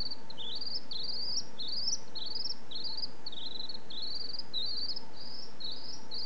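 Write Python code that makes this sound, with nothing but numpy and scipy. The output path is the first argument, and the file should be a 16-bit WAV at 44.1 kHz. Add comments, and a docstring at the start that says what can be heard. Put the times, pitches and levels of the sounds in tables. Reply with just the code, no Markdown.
"""A small room, the microphone close by: a young swift held in a hand begs in runs of thin whistled chirps.
About twenty come a second, each an arch of pitch sung by a gliding sine; close ones are slurred together.
Faint beak ticks are puffs of noise. Near the end the bird turns its head away, so that mostly the room,
a dying tail of reflections, answers. A faint ventilation hum and the rush of air, shaped noise, lie underneath."""
import sys
import numpy as np
from scipy import signal
from scipy.fft import rfft, irfft
from scipy.io import wavfile
from scipy.ndimage import uniform_filter1d

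SR = 44100
rng = np.random.default_rng(int(sys.argv[2]) if len(sys.argv) > 2 else 0)


def put_to_file(sound):
    """Save the sound as 16-bit audio at rate SR, in the file named by the first command-line argument."""
    columns = np.atleast_2d(sound).T  # one column per channel
    safe = np.clip(columns, -1, 1)
    whole_steps = np.round(safe * 32767)
    wavfile.write(sys.argv[1], SR, whole_steps.astype(np.int16))


N = 275625  # samples, 6.25 s


def swift(jitter=.003, shimmer_db=1.45, octave_at_corner_db=-36, attack_s=0.0015, octave_corner_hz=3700):
    """An almost pure whistle with a slight tremble; only its low notes carry a weak octave."""
    pitch_hz, loudness = gestures()
    pitch_hz = smooth(pitch_hz, 0.00042) * (1 + jitter * drift(250))
    phase = 2 * np.pi * np.cumsum(pitch_hz) / SR
    loudness = smooth(loudness, attack_s) * from_db(shimmer_db * drift(180))
    # the octave is twice as strong well below the corner and vanishes steeply above it
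    octave = from_db(octave_at_corner_db) * 2 / (1 + (pitch_hz / octave_corner_hz) ** 8)
    whistle = np.sin(phase) + octave * np.sin(2 * phase)
    return np.sqrt(2) * loudness * whistle  # a steady sine would have rms equal to loudness


# chirps of the bird, levels before tremble and head turn: (start_s, rise_s to the crest, pitch_hz, level_db)
CHIRP_CRESTS = [(0.001, 0.01, 4610, -34.5), (0.051, 0.0051, 4630, -34), (0.107, 0.0087, 4680, -37),
                (0.301, 0.0019, 4200, -40), (0.372, 0.0024, 3166, -55), (0.385, 0.026, 3640, -40.0),
                (0.431, 0.022, 3430, -40.5), (0.467, 0.017, 3550, -39), (0.506, 0.021, 3990, -39.5),
                (0.546, 0.02, 4610, -38.0), (0.609, 0.01, 4764, -36.5), (0.653, 0.016, 4810, -37.5),
                (0.699, 0.018, 4820, -39), (0.738, 0.021, 5266, -34.5), (0.911, 0.0021, 4590, -36),
                (0.94, 0.019, 4196, -38.0), (0.984, 0.02, 4280, -38.0), (1.024, 0.023, 4730, -37),
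                (1.078, 0.018, 4840, -35.5), (1.117, 0.028, 5000, -38), (1.166, 0.018, 4620, -39.5),
                (1.203, 0.018, 4800, -37), (1.239, 0.018, 5085, -39.5), (1.276, 0.018, 4940, -35),
                (1.315, 0.02, 5080, -36.5), (1.359, 0.022, 5635, -30.5), (1.571, 0.0021, 3610, -61),
                (1.587, 0.024, 4280, -38), (1.633, 0.017, 3813, -40), (1.667, 0.022, 4500, -38),
                (1.709, 0.025, 4730, -35.5), (1.753, 0.025, 4990, -35.5), (1.8, 0.017, 4770, -38.5),
                (1.826, 0.02, 5230, -37.5), (1.867, 0.018, 5430, -31), (1.909, 0.024, 5930, -30),
                (2.076, 0.002, 4390, -55), (2.153, 0.02, 4340, -39), (2.199, 0.023, 4020, -39.5),
                (2.247, 0.021, 4480, -38), (2.302, 0.011, 4600, -38.5), (2.349, 0.0094, 4985, -33),
                (2.391, 0.015, 5130, -35.0), (2.443, 0.013, 5490, -33.5), (2.494, 0.01, 5490, -34.5),
                (2.711, 0.0017, 3935, -41), (2.74, 0.022, 4284, -38.5), (2.788, 0.02, 4250, -39.5),
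                (2.838, 0.017, 4870, -36.5), (2.884, 0.013, 4390, -41), (2.916, 0.021, 4420, -39),
                (2.972, 0.013, 4830, -36.0), (3.022, 0.0071, 5003, -32.5), (3.264, 0.002, 4520, -37.5),
                (3.324, 0.0016, 3760, -41), (3.365, 0.0098, 3820, -41), (3.402, 0.021, 3840, -40.5),
                (3.446, 0.021, 4130, -38.0), (3.509, 0.0015, 3930, -40), (3.547, 0.005, 4060, -38.5),
                (3.594, 0.0055, 4130, -38), (3.631, 0.011, 4060, -40), (3.691, 0.0062, 4420, -39),
                (3.742, 0.0055, 4250, -38.0), (3.903, 0.0013, 4320, -42), (3.923, 0.023, 3700, -45.5),
                (3.96, 0.026, 4080, -39), (4.006, 0.026, 4355, -39.0), (4.061, 0.013, 4400, -40),
                (4.095, 0.02, 4585, -38.5), (4.14, 0.019, 4750, -36.5), (4.195, 0.014, 4790, -37.5),
                (4.238, 0.013, 4590, -40), (4.288, 0.0067, 4650, -39.5), (4.333, 0.0088, 4830, -37.0),
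                (4.387, 0.0089, 5026, -34.5), (4.537, 0.0018, 4160, -39), (4.553, 0.021, 3984, -34.0),
                (4.588, 0.0096, 3754, -36.5), (4.615, 0.016, 4170, -35.5), (4.653, 0.014, 4630, -38),
                (4.687, 0.015, 4700, -37.5), (4.718, 0.02, 4360, -39), (4.761, 0.017, 4776, -36.5),
                (4.801, 0.021, 4560, -37.5), (4.839, 0.012, 4736, -36.0), (4.883, 0.017, 5080, -35.0),
                (4.912, 0.007, 4345, -39.5), (4.962, 0.007, 5200, -36.0), (5.137, 0.002, 4460, -43),
                (5.157, 0.018, 4745, -36.5), (5.198, 0.018, 4880, -31.5), (5.247, 0.015, 4974, -32),
                (5.293, 0.016, 5000, -36.0), (5.334, 0.011, 5250, -31.5), (5.378, 0.014, 5220, -35.5),
                (5.422, 0.0066, 5550, -33), (5.604, 0.0034, 4280, -38), (5.632, 0.017, 4350, -35),
                (5.668, 0.019, 4067, -34.5), (5.705, 0.023, 4596, -33.5), (5.749, 0.019, 5010, -33),
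                (5.788, 0.016, 4930, -34.0), (5.835, 0.013, 5100, -32.5), (5.877, 0.015, 5200, -30.5),
                (5.927, 0.012, 5670, -35.0), (6.113, 0.0021, 4320, -38.5), (6.136, 0.018, 4610, -36.5),
                (6.174, 0.019, 5005, -36.5), (6.216, 0.019, 4780, -40)]
# shape of a crest; a chirp with hardly any rise is already falling as it starts: (rise_s, roundness exponent)
CREST_ROUNDNESS = [(.002, 1.06), (.012, 1.22)]
# moments when a run of chirps, long or short, stops: (end_s)
RUN_STOPS = [.317, 0.785, 1.407, 1.955, 2.09, 2.528, 3.057, 3.76, 4.406, 4.868, 4.937, 4.981, 5.453, 5.959]
# a chirp that starts this soon after the last crest is slurred onto it
SLUR_WITHIN_S = .029
# a fresh chirp sweeps up to its crest and swells on the way
SWEEP_HZ_PER_S, SWELL_DB_PER_S = 33100, 422
# a free ending slides to a share of the crest pitch, at least down to the relaxed pitch, and fades;
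# the fall lasts FALL_S unless the run stops before the next chirp
FALL_S, FALL_SHARE, RELAXED_HZ, FALL_DB = .0238, .828, 3970, 20


def gestures(fade_power=3.22, slurred_turn=0.96, free_turn=.79):
    """Pitch and loudness of the syrinx: a chirp grows out of the last one's trough or starts afresh."""
    t, rows = np.arange(N) / SR, np.array(CHIRP_CRESTS)
    pitch_hz, loudness = np.zeros(N), np.zeros(N)
    next_start = np.append(rows[1:, 0], np.inf)
    slurs_on = next_start - rows[:, 0] - rows[:, 1] < SLUR_WITHIN_S
    for k, (start, rise, crest_hz, crest_db) in enumerate(CHIRP_CRESTS):
        crest = start + rise
        roundness = np.interp(rise, *np.transpose(CREST_ROUNDNESS))
        if k and slurs_on[k - 1]:
            head = *trough(k - 1), slurred_turn
        else:
            head = start, crest_hz - SWEEP_HZ_PER_S * rise, crest_db - SWELL_DB_PER_S * rise, free_turn
        if slurs_on[k]:
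            tail = *trough(k), slurred_turn
        else:
            end = next((s for s in RUN_STOPS if crest < s < next_start[k]), crest + FALL_S)
            tail = end, min(FALL_SHARE * crest_hz, RELAXED_HZ), crest_db - FALL_DB, free_turn
        for foot, foot_hz, foot_db, turn in (head, tail):
            span = slice(*np.searchsorted(t, sorted([crest, foot])))
            u = (t[span] - crest) / (foot - crest)  # 0 at the crest, 1 at the foot
            pitch_hz[span] = crest_hz + (foot_hz - crest_hz) * arch(u, turn, roundness)
            loudness[span] = from_db(crest_db + (foot_db - crest_db) * np.abs(u) ** fade_power)
    voiced = pitch_hz > 0
    return np.interp(t, t[voiced], pitch_hz[voiced]), loudness  # pitch glides across the silences


# at times the warble swings wider: (time_s, extra_depth_hz of the troughs)
WARBLE_DEPTH = [(.8, 0), (.94, 302), (1.02, 0), (1.86, 0), (1.91, 281), (2.22, 130), (2.7, -1), (4.9, -1.5),
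                (5.2, 476), (5.42, 344), (5.62, -1), (5.71, 75.5), (5.79, 703), (5.9, 498), (6.1, 102.5)]
# slurred crests further apart than SAG_AFTER_S have a lower trough, the lower the longer the wait
SAG_AFTER_S, SAG_HZ_PER_S = .0325, 53500
# the voice thins by THIN_DB in a trough THIN_AT_HZ deep, and hardly at all in a shallow one
THIN_DB, THIN_AT_HZ, THIN_POWER = 12, 835, 1.54


def trough(k):
    """The low point between chirp k and the one slurred onto it, quieter the deeper: (s, Hz, dB)."""
    (start, rise, hz, db), (next_start, next_rise, next_hz, next_db) = CHIRP_CRESTS[k:k + 2]
    wait = next_start + next_rise - start - rise
    sag_hz = SAG_HZ_PER_S * max(wait - SAG_AFTER_S, 0)
    sag_hz += np.interp(next_start, *np.transpose(WARBLE_DEPTH))
    thinning_db = THIN_DB * (max(sag_hz, 0) / THIN_AT_HZ) ** THIN_POWER
    return next_start, min(hz, next_hz) - sag_hz, (db + next_db) / 2 - thinning_db


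def arch(u, turn, roundness):
    """Share of the drop from crest (u = 0) to foot (u = 1); a turn near 1 levels out into a trough."""
    return (1 - np.cos(np.pi * turn * np.abs(u) ** roundness)) / (1 - np.cos(np.pi * turn))


# faint ticks of the beak, before the head turn: (start_s, level_db of the rough peak, twice the rms)
BEAK_TICKS = [(.326, -60.5), (.558, -55), (.571, -53), (.613, -54.5), (.6725, -55), (1.037, -53.5),
              (1.229, -49), (1.686, -51), (3.665, -55), (4.03, -55), (4.158, -48.5), (4.891, -44.5),
              (4.958, -55)]
TICK_HZ, TICK_WIDTH_HZ, TICK_T60_S = 5500, 2800, 0.038


def beak():
    """Each tick is a puff of bright noise that dies away by 60 dB in some hundredths of a second."""
    t = np.arange(N) / SR
    level = np.zeros(N)
    for start, peak_db in BEAK_TICKS:
        after = t >= start
        level[after] += from_db(peak_db - 60 * (t[after] - start) / TICK_T60_S)
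    return level * resonance(TICK_HZ, TICK_WIDTH_HZ) / 2  # halved: from peak to rms


# close echoes off the palm and fingers: (delay_s, gain)
PALM_ECHOES = [(.0007, 0.063), (.0023, 0.022)]


def hand(x):
    """Close echoes ripple the level as the pitch sweeps."""
    t = np.arange(N) / SR
    return x + sum(gain * np.interp(t - delay, t, x, left=0) for delay, gain in PALM_ECHOES)


# the head shadows the direct path when the beak points away: (time_s, level_db of the direct sound)
HEAD_TURN = [(0, 0), (5.0, 0), (5.141, -15.5), (5.45, -12), (5.58, -4.5), (5.72, -6), (5.77, -15),
             (5.97, -11), (6.1, -5), (6.25, 1.5)]


def facing(x):
    """The direct sound weakens as the beak turns away from the microphone."""
    return x * from_db(np.interp(np.arange(N) / SR, *np.transpose(HEAD_TURN)))


ROOM_T60_S, ROOM_DB, ROOM_DELAY_S = 0.44, -15.5, 0.006


def room(x):
    """Dense wall reflections that die away evenly."""
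    t = np.arange(SR) / SR
    response = rng.standard_normal(SR) * from_db(-60 * t / ROOM_T60_S) * (t > ROOM_DELAY_S)
    response /= np.sqrt(np.sum(response ** 2))
    return from_db(ROOM_DB) * signal.fftconvolve(x, response)[:N]


# steady peaks of the ventilation hum: (pitch_hz, width_hz to each side, level_db)
HUM_PEAKS = [(217.4, 50, -67), (257.4, 28, -70.5), (458.4, 5.8, -65.5), (473.8, 9, -69), (533.7, 5, -68.5)]
# the highest hum, which swells and fades: (time_s, relative level_db)
DRONE_SWELL = [(0.0, -62), (0.4, -58.5), (1.0, -65), (1.1, -60.5), (1.6, -64), (2.35, -59.5), (2.7, -64.5),
               (2.9, -56), (3.05, -63), (3.75, -62.5), (4.3, -71), (4.45, -58), (4.55, -66.5), (4.9, -67),
               (5.05, -56.5), (5.6, -66), (6.05, -57.5), (6.25, -63)]
# DRONE_GAIN_DB is the overall loudness of the highest hum
DRONE_HZ, DRONE_WIDTH_HZ, DRONE_GAIN_DB = 892, 62, -1.9


def hum():
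    """Narrow resonances stirred by moving air; the highest one comes and goes."""
    steady = sum(from_db(level_db) * resonance(hz, width) for hz, width, level_db in HUM_PEAKS)
    drone_db = np.interp(np.arange(N) / SR, *np.transpose(DRONE_SWELL)) + DRONE_GAIN_DB
    return steady + from_db(drone_db) * resonance(DRONE_HZ, DRONE_WIDTH_HZ)


# spectrum of the room air and microphone hiss: (frequency_hz, relative level_db per Hz)
AIR_SPECTRUM = [(25, -10), (55, -2), (140, 2), (200, 5.5), (280, 4.5), (400, 0), (700, -2), (1100, -7),
                (1700, -8), (2300, -14), (4000, -16.5), (6500, -19), (7500, -24)]
AIR_DB = -54.5  # rms of the whole rush


def air():
    """A steady dull rush with hiss on top, noise shaped along a log frequency axis."""
    points_hz, points_db = np.transpose(AIR_SPECTRUM)
    log_points = np.log(points_hz)
    return from_db(AIR_DB) * shaped_noise(lambda hz: from_db(np.interp(np.log(hz), log_points, points_db)))


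def resonance(centre_hz, width_hz):
    """Noise of rms 1 in one peak, 12 dB down at width_hz to each side."""
    return shaped_noise(lambda hz: 1 / (1 + ((hz - centre_hz) / width_hz) ** 2) ** 2)


def drift(rate_hz):
    """Random wander of rms 1, weakening above about rate_hz."""
    return shaped_noise(lambda hz: 1 / (1 + (hz / rate_hz) ** 2) ** 2)


def shaped_noise(gain_at):
    """Noise of rms 1 whose spectrum follows a function of frequency."""
    hz = np.maximum(np.arange(N // 2 + 1) * SR / N, 1)
    return rms_one(irfft(rfft(rng.standard_normal(N)) * gain_at(hz), N))


def rms_one(x):
    """Scale to rms 1."""
    return x / np.sqrt(np.mean(x ** 2) + 1e-20)


def smooth(x, seconds):
    """Round off corners with a triangular window, two running means in a row."""
    size = max(int(seconds * SR), 1)
    return uniform_filter1d(uniform_filter1d(x, size), size)


def from_db(db):
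    """Decibels to gain."""
    return 10 ** (np.asarray(db) / 20)


def scene():
    """The bird close by, its room sound, and the background."""
    voice = swift() + beak()
    direct = facing(hand(voice))
    return (direct + room(voice) + hum() + air())[None]


CUTOFF_HZ = 7800
OFFSET = -.035  # of full scale


def record(dry):
    """A narrow-band recorder cuts the top steeply; its converter rests a little below zero."""
    # order 10, 0.1 dB ripple below the cutoff, 70 dB down above it
    low_pass = signal.ellip(10, .1, 70, CUTOFF_HZ, fs=SR, output="sos")
    return signal.sosfilt(low_pass, dry) + OFFSET


dry = scene()
out = record(dry)
put_to_file(out)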